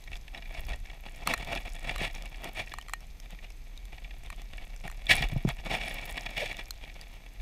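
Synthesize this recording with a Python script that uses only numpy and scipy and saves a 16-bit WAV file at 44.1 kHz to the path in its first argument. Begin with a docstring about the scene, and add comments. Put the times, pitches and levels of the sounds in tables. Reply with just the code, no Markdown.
"""Hedgehog at a steel bowl

A small recorder stands on the table, a hand's width from a hedgehog eating wet food; mono, very close.
Teeth snap, gravy smacks and crackles, and the spiny coat keeps brushing and scratching the case.
About five seconds in, the animal shoves the recorder, which rocks, thumps and judders on its feet.
Underneath, the table trembles all the time, with a soft hiss and a thin electronic whine."""
import sys
import numpy as np
from scipy import signal
from scipy.fft import rfft, irfft
from scipy.io import wavfile
from scipy.ndimage import uniform_filter1d

SR = 44100
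rng = np.random.default_rng(int(sys.argv[2]) if len(sys.argv) > 2 else 0)


def file_out(sig):
    """Save sig as 16-bit WAV at sys.argv[1]."""
    # one column per channel
    cols = np.atleast_2d(sig).T
    # limit, then scale
    lim = np.clip(cols, -1, 1)
    pcm = np.round(lim * 32767).astype(np.int16)
    wavfile.write(sys.argv[1], SR, pcm)


N = 326781
TIME = np.arange(N) / SR
AGE = TIME[:SR // 5]   # seconds into one short event

# Levels are relative within each table.
# spectrum of the hiss: frequency_hz, level_db
HISS_SPECTRUM = [(35, -55), (60, -48), (91, -13.5), (294, -22.5), (492, -26.5), (715, -27), (1510, -35),
                 (2300, -25), (3040, -34), (3420, -30.5), (6000, -38), (9000, -41.5), (13000, -49),
                 (14900, -43), (16000, -67)]
# the table trembling under the animal: time_s, level_db
TABLE_TREMBLE = [(0.0, -53.5), (0.12, -38), (0.23, -47.5), (0.76, -35.5), (0.91, -46.5), (2.0, -38.5),
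                 (2.6, -47), (5.1, -41.5), (5.22, -32), (5.55, -41), (7.35, -49), (7.41, -38)]
# how hard the coat leans on the case: time_s, level_db
COAT_LEAN = [(0.0, -57.5), (0.31, -66), (0.56, -48), (0.95, -67), (1.14, -54.5), (1.44, -49), (1.61, -51),
             (2.77, -55), (3.03, -67), (4.87, -60), (5.24, -46.5), (5.57, -55.5), (5.86, -42), (6.4, -45.5),
             (6.77, -58.5), (7.41, -61)]
# body shifts rubbing the coat along the case: peak_s, level_db, half_length_s, weight_db (favours dull)
COAT_RUBS = [(0.136, -59, 0.044, 4), (0.367, -54.5, 0.04, 10.5), (0.563, -50, 0.028, 7.5),
             (0.721, -49, 0.037, 8.5), (0.93, -58, 0.068, 7), (1.065, -56.5, 0.021, 11),
             (1.228, -50, 0.028, 10.5), (1.306, -36, 0.039, 8), (1.396, -48.5, 0.037, 8.5),
             (1.529, -42.5, 0.055, 10), (1.67, -47, 0.021, 6), (1.9, -44.5, 0.071, 6.5),
             (2.035, -36.5, 0.046, 4.5), (2.157, -49, 0.026, 4), (2.24, -58.5, 0.028, 14),
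             (2.455, -46, 0.048, 10.5), (2.594, -39, 0.036, 4), (4.859, -49, 0.025, 9.5),
             (5.114, -20, 0.016, -5), (5.163, -36.5, 0.072, 2), (5.24, -39, .02, 7.5),
             (5.495, -40, .025, 8.5), (5.667, -46, .02, 10), (5.734, -36, 0.041, 7),
             (5.864, -44.5, 0.12, 3.5), (6.015, -51.5, 0.067, 6), (6.42, -38, 0.056, -5.5),
             (6.504, -44.5, 0.028, 2), (6.597, -46, 0.026, 3.5)]
# resonances of the recorder's case, low to high: pitch_hz, width_hz, level_db
CASE_MODES = [(111.5, 84, -4.5), (257, 390, -10.5), (539, 125, -6.5), (691, 80.5, -1.5), (833, 206, -7),
              (1330, 270, -16.5), (1711, 62, -2), (1889, 83, 1.5), (2257, 76, 6), (2390, 62, 5.5),
              (2627, 128, 1), (2859, 144, -1.5), (3372, 160, 0), (3538, 245, -3), (3844, 344, -8),
              (4585, 180, -11.5), (5280, 340, -14.5), (6750, 510, -20), (7830, 970, -23), (9560, 220, -18),
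              (10400, 530, -32), (14400, 1600, -30)]
# ticks of food strands, thick to thin: pitch_hz
STRAND_PITCHES = [2580, 3870, 5500, 8500, 12200]
# films of gravy bursting: start_s, level_db, pitch_hz, splash_db
GRAVY_SMACKS = [(0.0395, -34.5, 4070, -5), (0.1555, -27, 3450, -17), (0.168, -30.5, 4800, 10),
                (0.2805, -31, 3480, -25), (0.376, -27.5, 3930, -16), (0.692, -27, 3340, 6),
                (1.4477, -26, 3260, 4), (1.5517, -19.5, 3640, 8), (2.1502, -25, 5580, -1),
                (2.223, -27, 3360, 20), (2.4432, -20, 3530, 6), (2.813, -28, 3040, -3),
                (3.0061, -35, 5560, 3), (3.2008, -28.5, 5550, 1), (3.3064, -31.5, 3550, 18),
                (3.5034, -34, 5400, 4), (3.7755, -30, 3740, -7), (3.8542, -31.5, 3520, 10),
                (4.2617, -32, 3600, -4), (4.418, -31, 5500, 11), (4.763, -32, 5600, 5),
                (5.0677, -17, 3440, -23), (5.2866, -27, 3560, 7), (6.5688, -24, 3640, 3),
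                (6.7075, -15, 4200, 5), (7.0125, -25.5, 4800, -3)]
# single spines catching on the case: start_s, level_db
SPINE_CATCHES = [(0.129, -28), (0.278, -37), (0.3453, -27), (0.375, -36.5), (0.455, -36), (0.5468, -32.5),
                 (0.7314, -28), (0.852, -38), (0.8977, -36), (1.063, -37), (1.083, -35.5), (1.573, -22.5),
                 (1.892, -18), (2.0033, -23), (2.2557, -32.5), (2.4295, -39), (2.717, -30), (3.386, -37.5),
                 (3.4426, -37), (4.107, -35), (4.578, -32.5), (5.0922, -14), (5.1073, -7), (5.1145, -12.5),
                 (5.1335, -16.5), (5.2227, -17), (5.4993, -25), (5.811, -23.5), (5.9824, -25),
                 (6.1752, -22), (6.2616, -23.5), (6.366, -23), (6.3765, -19.5), (6.5117, -23.5),
                 (6.584, -39), (7.3968, -39)]
# teeth snapping shut, and at 5.489 s a cluster of spines catching the case, voiced as one crack: start_s,
# level_db
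BITES = [(1.273, -5.5), (1.337, -5), (1.34, -12.5), (1.377, -22), (1.96, -16), (1.981, -21), (2.738, -16.5),
         (2.785, -17.5), (2.884, -25), (2.895, -23.5), (2.935, -10), (4.302, -20), (4.327, -26),
         (4.866, -33), (4.878, -21.5), (4.899, -25.5), (4.914, -27), (5.489, -14), (6.176, -24.5),
         (6.528, -27)]
# resonances of the mouth: pitch_hz, width_hz, level_db
MOUTH_MODES = [(820, 330, -12), (1176, 205, -7), (1880, 160, -9.5), (2560, 370, -13), (3180, 120, -17),
               (4120, 127, -12.5), (5820, 170, -21.5), (7200, 440, -22), (7880, 280, -24),
               (9150, 540, -23.5), (11900, 640, -29), (13400, 980, -31)]
# faint ring of the steel bowl: pitch_hz, width_hz, level_db
BOWL_MODES = [(1852, 18, -9), (2379, 40, -15), (2885, 20, -17)]
# low knocks: mostly the recorder's feet landing, the one at 2.012 s the coat pressing hard on the case:
# start_s, level_db, pitch_hz, t60_s, knock_db
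FOOT_LANDINGS = [(2.012, -32.5, 155, 0.046, 1), (3.329, -43.5, 162, 0.034, -8),
                 (4.849, -38.5, 144, 0.045, -26), (5.207, -28.5, 135, 0.039, -14),
                 (5.323, -27, 101, 0.078, -30), (5.331, -28.5, 141, 0.039, -32), (5.358, -43, 244, 0.04, 6),
                 (5.362, -20.5, 128, 0.051, -22), (5.45, -18, 176, 0.023, -15),
                 (5.455, -26.5, 124, 0.079, -38), (5.474, -23.5, 134, 0.058, -35)]
# chews on soft food: peak_s, level_db
JAW_SQUEEZES = [(3.032, -55), (3.245, -54), (3.325, -49), (3.449, -50), (3.53, -69), (3.595, -77),
                (3.74, -62), (3.942, -51), (4.04, -54.5), (4.15, -60), (4.261, -50.5), (4.33, -52.5),
                (4.402, -50), (4.537, -51), (4.624, -49), (6.758, -56.5), (6.84, -46.5), (6.889, -55.5),
                (6.97, -52.5), (7.026, -49.5), (7.09, -60.5), (7.15, -53), (7.26, -62.5)]
# spine tips squeaking on the case: start_s, level_db, pitch_hz, splash_db
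SPINE_SQUEAKS = [(5.866, -47, 9400, -5), (5.883, -38, 9250, -1), (5.895, -41, 9900, -1),
                 (6.1, -42, 8800, -12), (5.118, -45, 9400, -8), (5.131, -30, 9700, 8),
                 (5.153, -34, 10600, -14), (5.155, -29, 8600, -6), (5.166, -30, 10700, -1)]
# the recorder's feet skidding: peak_s, level_db, pitch_hz, half_length_s
FOOT_SKIDS = [(6.4, -43.5, 590, 0.025), (6.431, -32.5, 577, 0.012)]


def from_db(db):
    """Decibels to gain."""
    return 10 ** (np.asarray(db) / 20)


def rms_one(x):
    """Scale to an rms of 1."""
    return x / np.sqrt(np.mean(x ** 2) + 1e-20)


def peak_one(x):
    """Scale so that the loudest two milliseconds have an rms of 1."""
    return x / np.sqrt(uniform_filter1d(x ** 2, size=88).max() + 1e-20)


def evened(x, size):
    """Hold the rms near 1 over windows of this many samples."""
    local_power = np.abs(uniform_filter1d(x ** 2, size=size))
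    return x / np.sqrt(local_power + 1e-4 * np.mean(x ** 2))


def in_time(curve):
    """One value per sample from (time, value) points."""
    return np.interp(TIME, *np.transpose(curve))


def add(track, start_s, sound):
    """Mix a sound in at a time."""
    start = int(start_s * SR)
    track[start:start + len(sound)] += sound[:N - start]


def cut(x, hz, kind, order=2):
    """Butterworth low- or high-pass."""
    return signal.sosfilt(signal.butter(order, hz, kind, fs=SR, output="sos"), x)


def resonance(x, hz, width_hz):
    """Two-pole band-pass with a gain of 1 on top."""
    radius = np.exp(-np.pi * width_hz / SR)
    feedforward = np.array([1, 0, -1]) * (1 - radius ** 2) / 2
    feedback = [1, -2 * radius * np.cos(2 * np.pi * hz / SR), radius ** 2]
    return signal.lfilter(feedforward, feedback, x + 1e-18)


def body(x, modes):
    """Resonances in parallel, with alternating signs."""
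    return sum((-1) ** k * from_db(db) * resonance(x, hz, width_hz)
               for k, (hz, width_hz, db) in enumerate(modes))


def grains(per_s, spread_db):
    """Tiny clicks at random moments, a few much stronger than the rest."""
    born = rng.random(N) < per_s / SR
    signs = rng.choice([-1, 1], N)
    return born * signs * from_db(spread_db * np.minimum(rng.exponential(1, N), 4))


def burst(length_s):
    """A puff of noise that dies away quickly."""
    return rng.standard_normal(len(AGE)) * np.exp(-(AGE / length_s) ** 2)


def swell(peak_s, half_s):
    """A smooth rise and fall around a moment."""
    out = np.zeros(N)
    near = slice(*np.searchsorted(TIME, [peak_s - 5 * half_s, peak_s + 5 * half_s]))
    out[near] = np.exp(-((TIME[near] - peak_s) / half_s) ** 2)
    return out


def pips(rows, length_s, width_hz):
    """Short bursts that ring at one pitch each, over a broad splash."""
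    out = np.zeros(N)
    for start_s, db, hz, splash_db in rows:
        pop = burst(length_s)
        ring = peak_one(resonance(pop, hz, width_hz))
        splash = peak_one(cut(cut(pop, 1300, "high"), 6200, "low", order=1))
        add(out, start_s, from_db(db) * peak_one(ring + from_db(splash_db) * splash))
    return out


def table_tremble():
    """The animal's shifting weight keeps the table's lowest mode swinging, and a higher one faintly."""
    force = rng.standard_normal(N + SR)   # an extra second lets the swing build up
    swing = cut(resonance(force, hz=31.7, width_hz=9.8), 53, "low", order=3)[SR:]
    drum = cut(resonance(force, hz=141, width_hz=50), 173, "low")[SR:]
    tremble = evened(swing, size=5000) + from_db(-23.5) * rms_one(drum)
    return from_db(in_time(TABLE_TREMBLE) + 2.05) * tremble


def noise_floor(whine_hz=12617):
    """Soft steady hiss, with a thin electronic whine and a faint tone an octave below it."""
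    hz, db = np.transpose(HISS_SPECTRUM)
    bins_hz = np.maximum(np.arange(N // 2 + 1) * SR / N, 1)
    colour = from_db(np.interp(np.log(bins_hz), np.log(hz), db))
    hiss = rms_one(irfft(rfft(rng.standard_normal(N)) * colour, N))
    whine = rms_one(np.sin(2 * np.pi * whine_hz * TIME))
    undertone = evened(resonance(rng.standard_normal(N), whine_hz / 2, width_hz=4.8), size=200)
    return from_db(-60) * hiss + from_db(-76) * whine + from_db(-76.5) * undertone


def jaw():
    """How hard the jaw squeezes: one swell for each chew."""
    return sum(from_db(db) * swell(peak_s, half_s=0.025) for peak_s, db in JAW_SQUEEZES)


def coat_contact(lean_weight_db=6, nudge_weight_db=9):
    """Rubs, leaning and the nudges of chewing add in power to drive the bright and the dull rustle."""
    lean = from_db(in_time(COAT_LEAN) - 4.5)
    nudges = from_db(-8.5) * jaw()
    parts = [(from_db(db) * swell(peak_s, half_s), weight_db)
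             for peak_s, db, half_s, weight_db in COAT_RUBS]
    parts += [(lean, lean_weight_db), (nudges, nudge_weight_db)]
    firm = np.sqrt(sum(gain ** 2 for gain, _ in parts))
    heavy = np.sqrt(sum((gain * from_db(weight_db)) ** 2 for gain, weight_db in parts))
    return firm, heavy


def case_ring(slips):
    """The case around the microphone answers with bright upper resonances and dull low ones."""
    return body(slips, CASE_MODES[6:]), body(slips, CASE_MODES[:6])


def brushing(firm, heavy, scrape_db=-36.5):
    """Spines cross the case: ticks at a light touch, a rasp when firm, a hoarse scrape when pushed."""
    ticks_per_s = np.minimum(2200 * firm / from_db(-50), 15000)
    ticks = grains(ticks_per_s, spread_db=4)
    friction = evened(ticks + 0.03 * rng.standard_normal(N), size=2200)
    clumps = from_db(3.37 * rms_one(cut(rng.standard_normal(N), 41, "low")))   # spines let go in bunches
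    scrape = evened(grains(per_s=9000, spread_db=5.5), size=500)
    scrape_share = firm ** 2 / (firm ** 2 + from_db(scrape_db) ** 2)
    slips = np.sqrt(1 - scrape_share) * rms_one(friction * clumps) + np.sqrt(scrape_share) * scrape
    bright, dull = case_ring(slips)
    return firm * from_db(3) * rms_one(bright) + heavy * from_db(-6) * rms_one(dull)


def sticky_strands(follows_lean=0.64):
    """Strands of wet food part with lone, crisp ticks, louder as the animal leans in."""
    clicks = sum(resonance(grains(per_s=14, spread_db=3), hz, 0.29 * hz) / np.sqrt(hz)
                 for hz in STRAND_PITCHES)
    ticks = signal.fftconvolve(clicks, burst(length_s=0.0025))[:N]
    lean_db = in_time(COAT_LEAN)
    return from_db(-49.5 + follows_lean * (lean_db - lean_db.mean())) * peak_one(ticks)


def smacks():
    """Little films of gravy burst in the mouth, each with a wet, pitched pop."""
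    return from_db(-14) * pips(GRAVY_SMACKS, length_s=0.0015, width_hz=140)


def scratches(light_per_s=1.9, light_db=-35):
    """A spine catches on the case and slips free in a short burst; light catches also come at random."""
    out = np.zeros(N)
    light_catches = [(start_s, light_db) for start_s in TIME[rng.random(N) < light_per_s / SR]]
    for start_s, db in SPINE_CATCHES + light_catches:
        bright, dull = case_ring(burst(length_s=0.0063))
        scratch = cut(bright + from_db(-1.5) * dull, 5000, "low", order=1)
        add(out, start_s, from_db(db - 8) * peak_one(scratch))
    return out


def tooth_snaps():
    """Each bite is a short crack, coloured by a mouth never shaped quite the same; the bowl rings on."""
    out = np.zeros(N)
    for start_s, db in BITES:
        crack = 0.21 * burst(length_s=0.0023)
        crack[0] += 1   # the teeth meet, then slide a little
        shape = 1 + 0.022 * rng.standard_normal()
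        modes = [(hz * shape, width_hz, mode_db) for hz, width_hz, mode_db in MOUTH_MODES]
        mouth = cut(body(crack, modes), 640, "high")
        bowl = body(crack, BOWL_MODES)
        add(out, start_s, from_db(db - 15.5) * peak_one(mouth + bowl))
    return out


def thumps():
    """Low knocks: mostly the recorder landing on a foot with a dull knock and bouncing, fastest at the first
    hard contact."""
    out = np.zeros(N)
    for start_s, db, hz, t60_s, knock_db in FOOT_LANDINGS:
        bounce_hz = hz * (1 + 1.3 * np.exp(-AGE / 0.00095))
        envelope = from_db(-60 * AGE / t60_s) * (1 - np.exp(-AGE / 0.0035))
        bounce = envelope * np.sin(2 * np.pi * np.cumsum(bounce_hz) / SR)
        knock = cut(cut(burst(length_s=0.0057), 710, "low", order=4), 170, "high")
        add(out, start_s, from_db(db) * (peak_one(bounce) + from_db(knock_db) * peak_one(knock)))
    return out


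def chewing():
    """Each chew squeezes out a cluster of tiny wet crackles, scattered over eight pitches."""
    pitches_hz = np.geomspace(1900, 3600, num=8)
    crackle = sum(resonance(grains(per_s=70, spread_db=3), hz, hz / 9) for hz in pitches_hz)
    return from_db(-7) * jaw() * evened(crackle, size=1800)


def squeaks():
    """Spine tips skate over the case with tiny, high squeaks."""
    return pips(SPINE_SQUEAKS, length_s=0.0008, width_hz=380)


def judders():
    """The recorder's rubber feet stick and slip on the table: a brief low groan."""
    out = np.zeros(N)
    slips = rng.standard_normal(N)
    for peak_s, db, hz, half_s in FOOT_SKIDS:
        groan = resonance(resonance(slips, hz, width_hz=150), hz, width_hz=240)
        out += from_db(db) * swell(peak_s, half_s) * evened(groan, size=400)
    return out


def scene():
    """Eating, rubbing and rocking, all within a hand's width of the microphone."""
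    steady = table_tremble() + noise_floor()
    eating = sticky_strands() + smacks() + tooth_snaps() + chewing()
    touching = brushing(*coat_contact()) + scratches() + thumps() + squeaks() + judders()
    return (steady + eating + touching)[None]


def record(dry):
    """The recorder cuts the top steeply above 15.5 kHz."""
    return signal.sosfilt(signal.ellip(10, .2, 80, 15500, fs=SR, output="sos"), dry)


dry = scene()
out = record(dry)
file_out(out)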